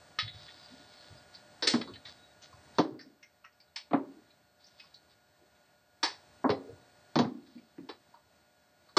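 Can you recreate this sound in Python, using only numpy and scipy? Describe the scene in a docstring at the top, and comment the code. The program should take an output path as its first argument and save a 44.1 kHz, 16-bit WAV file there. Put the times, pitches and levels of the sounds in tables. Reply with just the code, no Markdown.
"""A plastic plug block knocks on a wooden workbench as its power cord is gathered, turned and put down. Each
impact excites the modes of the boards and the case, and a small workshop reverberates briefly. Hard parts snap
together and set the metal prongs ringing; the bench thuds softly; the cord ticks, slides and squeaks. Beneath
lie room rumble, hiss and the motor whirr of a camcorder, whose limiter holds the blows down."""
import sys
import numpy as np
from scipy import signal
from scipy.fft import rfft, irfft
from scipy.io import wavfile
from scipy.ndimage import uniform_filter1d, minimum_filter1d

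SR = 44100
rng = np.random.default_rng(int(sys.argv[2]) if len(sys.argv) > 2 else 0)


def pcm_store(signal):
    """Save signal as 16-bit PCM."""
    levels = np.round(np.clip(np.atleast_2d(signal), -1, 1) * 32767)
    wavfile.write(sys.argv[1], SR, levels.astype(np.int16).T)


N = 396018
TIME = np.arange(N) / SR
RING = np.arange(int(.8 * SR)) / SR  # seconds since a contact

# spectrum of room rumble, motor whirr and hiss: frequency_hz, relative_db
NOISE_SPECTRUM = [(18, -74.5), (30, -57.5), (74, -2.5), (358, -8.5), (444, -11), (550, -9.5), (590, -3.5),
                  (698, -7.5), (885, -9.5), (1270, -14.5), (1460, -12.5), (3130, -19), (4480, -15.5),
                  (5680, -21.5), (8940, -24), (11600, -43), (19700, -120)]
# tones of the motor: pitch_hz, relative_db
MOTOR_TONES = [(597.5, -78.5), (721.4, -80), (1437, -79), (1556, -93), (1680, -85.5), (1798, -90),
               (4317, -86.5), (7849, -91.5)]
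# shifts of the background level: start_s, new_gain_db
LEVEL_SHIFTS = [(1.671, 6.5), (2.784, -1.9), (3.76, 0.57), (6.029, 5), (7.156, 0.1)]
# strokes of the cord through the hands: start_s, length_s, relative_db
CORD_STROKES = [(0.324, 0.59, -51), (0.909, .32, -54.5), (1.327, .04, -46.5), (2.045, .07, -44),
                (2.13, .18, -70), (2.411, 0.057, -50), (2.737, .05, -53), (4.282, 0.023, -62.5),
                (4.59, 0.24, -62), (4.78, 0.13, -59.5), (4.927, 0.028, -65), (5.09, 0.047, -59),
                (7.448, 0.26, -64)]
# spectrum of sliding friction: frequency_hz, relative_db
FRICTION_SPECTRUM = [(200, -17), (900, -8), (2000, -7.5), (2800, -10.5), (3700, 0), (4800, 0),
                     (5800, -13.5), (9000, -30.5)]
# squeaks of the jacket under the fingers: start_s, length_s, start_hz, end_hz, level_db
JACKET_SQUEAKS = [(.52, 0.2, 4980, 4750, -60), (0.953, 0.088, 4380, 4120, -54),
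                  (1.16, 0.047, 4930, 4740, -61.5), (2.128, .22, 3860, 3760, -65)]
# soft thuds of the bench: start_s, pitch_hz, relative_db
BENCH_THUDS = [(0.224, 109, -45), (0.34, 99, -51.5), (.715, 260, -55), (.794, 276, -61), (1.102, 105, -53),
               (1.74, 415, -37.5), (1.875, 363, -50), (1.912, 111, -56), (2.051, 111.8, -61),
               (2.534, 104.9, -56.5), (2.914, 137, -52), (3.059, 266, -55.5), (4.16, 315, -56.5),
               (5.41, 356, -68), (6.496, 110, -41.5), (6.515, 516, -38), (6.68, 462.6, -47.5),
               (6.69, 107, -57), (7.55, 237.5, -47), (7.823, 258, -52)]
# the cord flops onto the same board after each knock: delay_s, re_knock_db
CORD_FLOPS = [(.061, -19), (.15, -30.5)]
# ticks of cord and plug in the hands: start_s, low_hz, low_db, high_hz, high_db
SHELL_TICKS = [(.275, 2046, -53.5, 3760, -45.5), (.481, 1884, -57, 3540, -55.5),
               (1.347, 1800, -84, 4530, -51.5), (1.873, 1110, -53, 4230, -55.5),
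               (1.936, 3090, -55.5, 4210, -56.5), (1.954, 1820, -58, 4020, -54.5),
               (2.052, 1906, -55.5, 3760, -50.5), (2.419, 2900, -65.5, 6210, -60.5),
               (2.526, 1035, -58.5, 4630, -71), (2.991, 1800, -56.5, 4660, -56),
               (3.009, 1840, -65, 5090, -58), (3.227, 2120, -56.5, 5620, -62.5),
               (3.442, 1310, -55.5, 2630, -60), (3.446, 1900, -57.5, 5570, -69.5),
               (3.6, 2325, -73, 4670, -62), (4.303, 2410, -76, 4070, -67), (4.64, 3560, -81, 4820, -61),
               (4.663, 4300, -73, 5600, -63), (4.796, 2530, -55, 4850, -58),
               (4.838, 1114, -66.5, 4850, -65), (4.94, 5700, -70.5, 4220, -55),
               (7.576, 2360, -67, 4550, -74), (8.14, 934, -56, 4420, -74), (8.888, 1125, -67, 4340, -65.5)]
# modes of the metal prongs: pitch_hz, relative_db, t60_s
PRONG_MODES = [(1248, 0, 0.16), (1285, 1.5, .11), (1757, 2, 0.12), (1900, -2, 0.16), (2110, -0.5, 0.19),
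               (2270, -7, 0.14), (3430, -11.5, 0.7), (3760, -13, 0.93), (4300, -6, 0.33)]
# plastic snaps: start_s, clack_hz, click_hz, t60_s, level_db, thud_db, body_db, edge_db, prong_db
# (the last four are relative to level_db)
PLASTIC_SNAPS = [(.187, 1946, 3890, 0.17, -32, -50, -21.5, -35, -2.5),
                 (1.623, 1533, 4470, 0.21, -32, -7.5, -13, -28, -24),
                 (1.671, 1880, 4280, .25, -24.5, -11.5, -20.5, -11, -15.5),
                 (1.812, 2000, 3970, 0.073, -44.5, -18.5, -5.5, -35, -10.5),
                 (3.759, 2310, 4385, 0.18, -41, -40.5, -13, -16.5, -22),
                 (6.029, 1691, 4570, 0.25, -28.5, -11, -1.5, -19, -33),
                 (6.499, 1990, 4150, 0.11, -41.5, -6, -1, -37, -19),
                 (7.888, 1740, 3990, 0.15, -49.5, 4.5, 2, -27, -27),
                 (8.967, 1350, 4356, 0.16, -21.5, 2.5, 3, -14.5, -12.5)]
# modes of the bench: pitch_hz, relative_db, base_t60_s (before added damping)
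BENCH_MODES = [(236.3, -2.5, 0.14), (273.3, -16.5, 0.73), (310, -1, 0.22), (389, -4, 0.091),
               (457, -12.5, 0.33), (542, -7, 0.28), (599, -13.5, 0.47), (721, -3.5, 0.18), (783, -20, 0.52),
               (931, -38, 0.37), (1007, -20.5, 0.17), (1098, -35, 0.24), (1168, -15.5, 0.18),
               (1437, -48, 0.34)]
# knocks of the block on the bench: start_s, board_hz, level_db, frame_db, wood_db, hardness_hz
# (frame_db and wood_db weight the low thud and the woody midrange within one knock)
BLOCK_KNOCKS = [(1.737, 237.2, -21.5, -19.5, -16, 5800), (2.784, 309, -21, -13, -5, 6450),
                (3.91, 290.3, -37, -19.5, -10.5, 4230), (3.932, 278.3, -21, -18, -7, 4100),
                (6.442, 270.4, -23, -28, -5.5, 2120), (6.493, 414.4, -25, -15, -7, 5100),
                (7.156, 238.7, -23, -10.5, -7.5, 6500), (7.189, 245.2, -22, -15, -7, 6900),
                (7.244, 239.8, -32, -9.5, -12.5, 4330), (7.781, 276.7, -42.5, -13, -21.5, 3180)]
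# difference between the two microphone ports: frequency_hz, side_re_mid_db
PORT_DIFFERENCE = [(60, -15.5), (100, -27), (180, -32), (310, -48), (540, -39), (940, -27.5), (1630, -26),
                   (2820, -12), (4900, -18.5), (8490, -15.5)]

FRAME_HZ, BOARD_HZ, WOOD_HZ = (114.5, 186), (214, 420), (475, 1165)  # band edges of the bench
CLACK_HZ, EDGE_HZ = (1210, 2270), (5200, 8350)  # band edges of the plastic


def undb(db):
    """Amplitude ratio of a level in decibels."""
    return 10 ** (np.asarray(db) / 20)


def unit(x):
    """Normalisation to rms 1."""
    return x / np.sqrt(np.mean(x ** 2))


def blow(x, db):
    """Normalisation of a transient: its first 25 ms take this rms level."""
    return undb(db) * x / np.sqrt(np.mean(x[:SR // 40] ** 2))


def decay(t60):
    """Exponential damping by 60 dB in t60 seconds."""
    return undb(-60 * RING / t60)


def rise(tau_s):
    """First-order build-up with time constant tau_s."""
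    return 1 - np.exp(-RING / tau_s)


def band(x, edges, order=3):
    """Causal band-pass filtering."""
    return signal.sosfilt(signal.butter(order, edges, "band", fs=SR, output="sos"), x)


def around(hz, spread):
    """Band edges at equal ratios below and above a centre."""
    return hz / (1 + spread), hz * (1 + spread)


def dull(x, hz):
    """Finite contact time: little is excited above this frequency."""
    return signal.sosfilt(signal.butter(12, hz, fs=SR, output="sos"), x)


def response(points, size):
    """Frequency response: gain per FFT bin, interpolated in decibels over log frequency."""
    hz, db = np.transpose(points)
    bins = np.maximum(np.fft.rfftfreq(size, 1 / SR), 1)
    return undb(np.interp(np.log(bins), np.log(hz), db))


def colour(x, points):
    """Spectral shaping of a steady sound, to rms 1."""
    return unit(irfft(rfft(x) * response(points, N), N))


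def walk(rate_hz):
    """Smooth random fluctuation of rms 1."""
    step = int(SR / rate_hz)
    held = np.repeat(rng.standard_normal(N // step + 2), step)
    return unit(uniform_filter1d(held, step)[:N])


def add(out, start_s, x):
    """Superposition of a sound at its starting time."""
    i = int(start_s * SR)
    out[i:i + len(x)] += x[:N - i]


def ring(modes, damping=1):
    """Free vibration: damped modes whose phases differ with each contact."""
    return sum(undb(db) * np.sin(2 * np.pi * (hz * RING + rng.random())) * decay(t60 / damping)
               for hz, db, t60 in modes)


def reflections(t60, direct_db, tail_db, tail_t60, sparse):
    """Room impulse response: the direct crack, a few lone echoes, then a diffuse fading wash."""
    lone_echoes = np.exp(sparse * np.exp(-RING / 0.046) * rng.standard_normal(len(RING)))
    fade = decay(t60) + undb(tail_db) * decay(tail_t60)
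    wash = blow(rng.standard_normal(len(RING)) * lone_echoes * fade, 0)
    wash[0] += undb(direct_db) * np.sqrt(SR / 40)  # energy relative to the first 25 ms
    return wash


def shell(contact, hz, spread, tone_db, t60, neighbour_db):
    """Shell resonance: one clear mode, short-lived neighbours that vary by contact, and a broad wash."""
    neighbours = [(hz * (1 + spread) ** offset, neighbour_db, 0.67 * t60)
                  for offset in rng.uniform(-1.1, 0.92, size=4)]
    modes = ring([(hz, 0, t60)] + neighbours) * rise(0.0022)
    wash = band(contact, around(hz, spread), order=2)
    return blow(blow(wash, 0) + blow(modes, tone_db), 1.2)


def background(start_gain_db=8.5, shift_s=0.11):
    """Frequency modulation: uneven speed bends the motor's tones; they and the noise shift in level."""
    noise = colour(rng.standard_normal(N), NOISE_SPECTRUM) * undb(-69 + walk(7.6))
    motor = np.zeros(N)
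    for hz, db in MOTOR_TONES:
        amplitude = np.sqrt(2) * undb(db + 1.1 * walk(18))
        pitch_hz = hz * (1 + 0.0033 * walk(40))
        motor += amplitude * np.sin(2 * np.pi * np.cumsum(pitch_hz) / SR)
    gain_db = np.full(N, start_gain_db)
    for start_s, new_db in LEVEL_SHIFTS:
        gain_db += (new_db - gain_db) * np.clip((TIME - start_s) / shift_s, 0, 1)
    return (noise + motor) * undb(gain_db)


def cord_slides(attack_s=.022, sag_db=9, release_s=.03):
    """Sliding friction: the jacket catches and slips in tiny grains, weakening as the hand slows."""
    envelope = np.zeros(N)
    for start_s, length_s, db in CORD_STROKES:
        attack = np.minimum(RING / attack_s, 1)
        sag = undb(db - sag_db * np.minimum(RING / length_s, 1))
        release = np.exp(-np.maximum(RING - length_s, 0) / release_s)
        add(envelope, start_s, attack * sag * release)
    grains = rng.standard_normal(N) * undb(4.3 * np.minimum(rng.exponential(size=N), 6))
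    return colour(grains, FRICTION_SPECTRUM) * envelope * undb(-3.5 + 1.3 * walk(35))


def jacket_squeaks():
    """Stick-slip oscillation: an unsteady tone whose pitch sinks as the hand slows."""
    out, waver_hz = np.zeros(N), 80 * walk(300)
    for start_s, length_s, start_hz, end_hz, db in JACKET_SQUEAKS:
        progress = np.clip((TIME - start_s) / length_s, 0, 1)
        hz = start_hz + (end_hz - start_hz) * progress + waver_hz
        out += undb(db) * np.sin(np.pi * progress) * np.sin(2 * np.pi * np.cumsum(hz) / SR)
    return out * undb(3.6 * walk(59.7))


def bench_thuds():
    """Soft impact: the push is slow, so only one low, well damped mode of the bench responds."""
    out = np.zeros(N)
    flops = [(start_s + delay_s, hz, db + re_knock_db)
             for start_s, hz, db, *_ in BLOCK_KNOCKS for delay_s, re_knock_db in CORD_FLOPS]
    for start_s, hz, db in BENCH_THUDS + flops:
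        swell = rise(0.0091) ** 2
        mode = np.sin(2 * np.pi * hz * RING) * decay(.11)
        contact = reflections(0.28, direct_db=-1, tail_db=-23.5, tail_t60=0.92, sparse=.3)
        room = band(contact, around(hz, spread=.35), order=2)
        bump = blow(swell * mode, 0) + blow(swell * room, -6)
        add(out, start_s, blow(bump, db - 0.5))
    return out


def finger_touches(per_s=2.2):
    """Random excitation: rows like SHELL_TICKS for faint touches at scattered times and places."""
    draws = rng.random((int(per_s * N / SR), 3))
    return [(when * N / SR, 1900 * 2 ** (low - .5), -81, 4400 * 2 ** ((high - .5) / 2), -77)
            for when, low, high in draws]


def shell_ticks():
    """Light impact: the point of contact selects two resonances of the shell."""
    out = np.zeros(N)
    for start_s, low_hz, low_db, high_hz, high_db in SHELL_TICKS + finger_touches():
        contact = reflections(0.16, direct_db=-14, tail_db=-15.5, tail_t60=0.56, sparse=0.82)
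        contact *= rise(0.0013)
        low = shell(contact, low_hz, spread=0.25, tone_db=0, t60=0.13, neighbour_db=-10)
        high = shell(contact, high_hz, spread=0.11, tone_db=-1, t60=0.14, neighbour_db=-6)
        add(out, start_s, blow(low, low_db) + blow(dull(high, 1.2 * high_hz), high_db))
    return out


def plastic_snaps():
    """Hard impact: a brief force excites the body, two shell resonances and the ringing prongs."""
    out = np.zeros(N)
    for start_s, clack_hz, click_hz, t60, db, thud_db, body_db, edge_db, prong_db in PLASTIC_SNAPS:
        contact = reflections(t60, direct_db=-12, tail_db=-19, tail_t60=0.25, sparse=0.53)
        contact *= rise(0.0011)
        thud = blow(band(contact, (290, 520)), thud_db)
        body = blow(band(contact, (800, 1400)), body_db)
        clack = shell(contact, clack_hz, spread=0.32, tone_db=-4.5, t60=.18, neighbour_db=-4.5)
        clack = blow(clack, -2.5 + 0.28 * body_db)  # more body, more clack
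        click = shell(contact, click_hz, spread=0.25, tone_db=-8, t60=0.21, neighbour_db=-5.5)
        click = blow(dull(click, 5700), 0)
        edge = blow(band(contact, EDGE_HZ, order=4), edge_db)
        prongs = blow(ring(PRONG_MODES), prong_db)
        add(out, start_s, undb(db) * (thud + body + clack + click + edge + prongs))
    return out


def block_knocks():
    """Modal response to impact: the case cracks at once; the boards swing up in a few cycles and ring."""
    out = np.zeros(N)
    for start_s, board_hz, db, frame_db, wood_db, hardness_hz in BLOCK_KNOCKS:
        contact = reflections(0.16, direct_db=-10.5, tail_db=-21, tail_t60=.5, sparse=0.66)
        frame = blow(band(contact, FRAME_HZ), frame_db - 0.5)
        bench = contact + blow(ring(BENCH_MODES, damping=1.3), -15)
        struck_mode = np.sin(2 * np.pi * board_hz * RING) * rise(.006) * decay(0.1424)
        boards = blow(band(bench, BOARD_HZ), 0) + blow(struck_mode, 0.92)
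        wood = blow(band(bench, WOOD_HZ), wood_db + 1.5)
        # narrow-band noise stands for close-lying low modes that beat as they fade
        beating = unit(band(rng.standard_normal(len(RING)), around(1.061 * board_hz, spread=0.31)))
        after_ring = beating * undb(frame_db) * rise(0.01) * decay(0.56)
        case = reflections(0.1472, direct_db=-7.5, tail_db=-22, tail_t60=0.49, sparse=0.89)
        hardness_oct = np.log2(hardness_hz / 6540)  # a harder contact cracks the case more
        clack = blow(band(case, CLACK_HZ, order=2), -17 + 6 * hardness_oct)
        click = blow(band(case, around(3880, spread=0.25), order=2), -14.5 + 19.5 * hardness_oct)
        crack = dull(wood + clack + click, hardness_hz)
        add(out, start_s, undb(db) * (frame + blow(boards, -2.1) + crack + after_ring))
    return out


def scene():
    """Superposition at two close microphone ports, which differ by a small phase, mainly in the treble."""
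    impacts = block_knocks() + plastic_snaps() + shell_ticks() + bench_thuds()
    mid = impacts + cord_slides() + jacket_squeaks() + background()
    side = irfft(1j * rfft(mid, 2 * N) * response(PORT_DIFFERENCE, 2 * N))[:N]  # in quadrature
    return np.array([mid + side, mid - side])


def record(dry):
    """Peak limiting holds the blows down; a low-pass cuts the top, and an electronic whine lies above."""
    ceiling_db, window_samples, cutoff_hz = -10.5, 129, 9150
    whine_hz, whine_db = 11993, -85.5
    needed_gain = np.minimum(1, undb(ceiling_db) / (np.abs(dry).max(axis=0) + 1e-9))
    gain = uniform_filter1d(minimum_filter1d(needed_gain, window_samples), window_samples)
    low_pass = signal.ellip(10, .2, 70, cutoff_hz, fs=SR, output="sos")
    whine = np.sqrt(2) * undb(whine_db) * np.sin(2 * np.pi * whine_hz * TIME)
    return signal.sosfilt(low_pass, dry * gain) + whine


dry = scene()
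out = record(dry)
pcm_store(out)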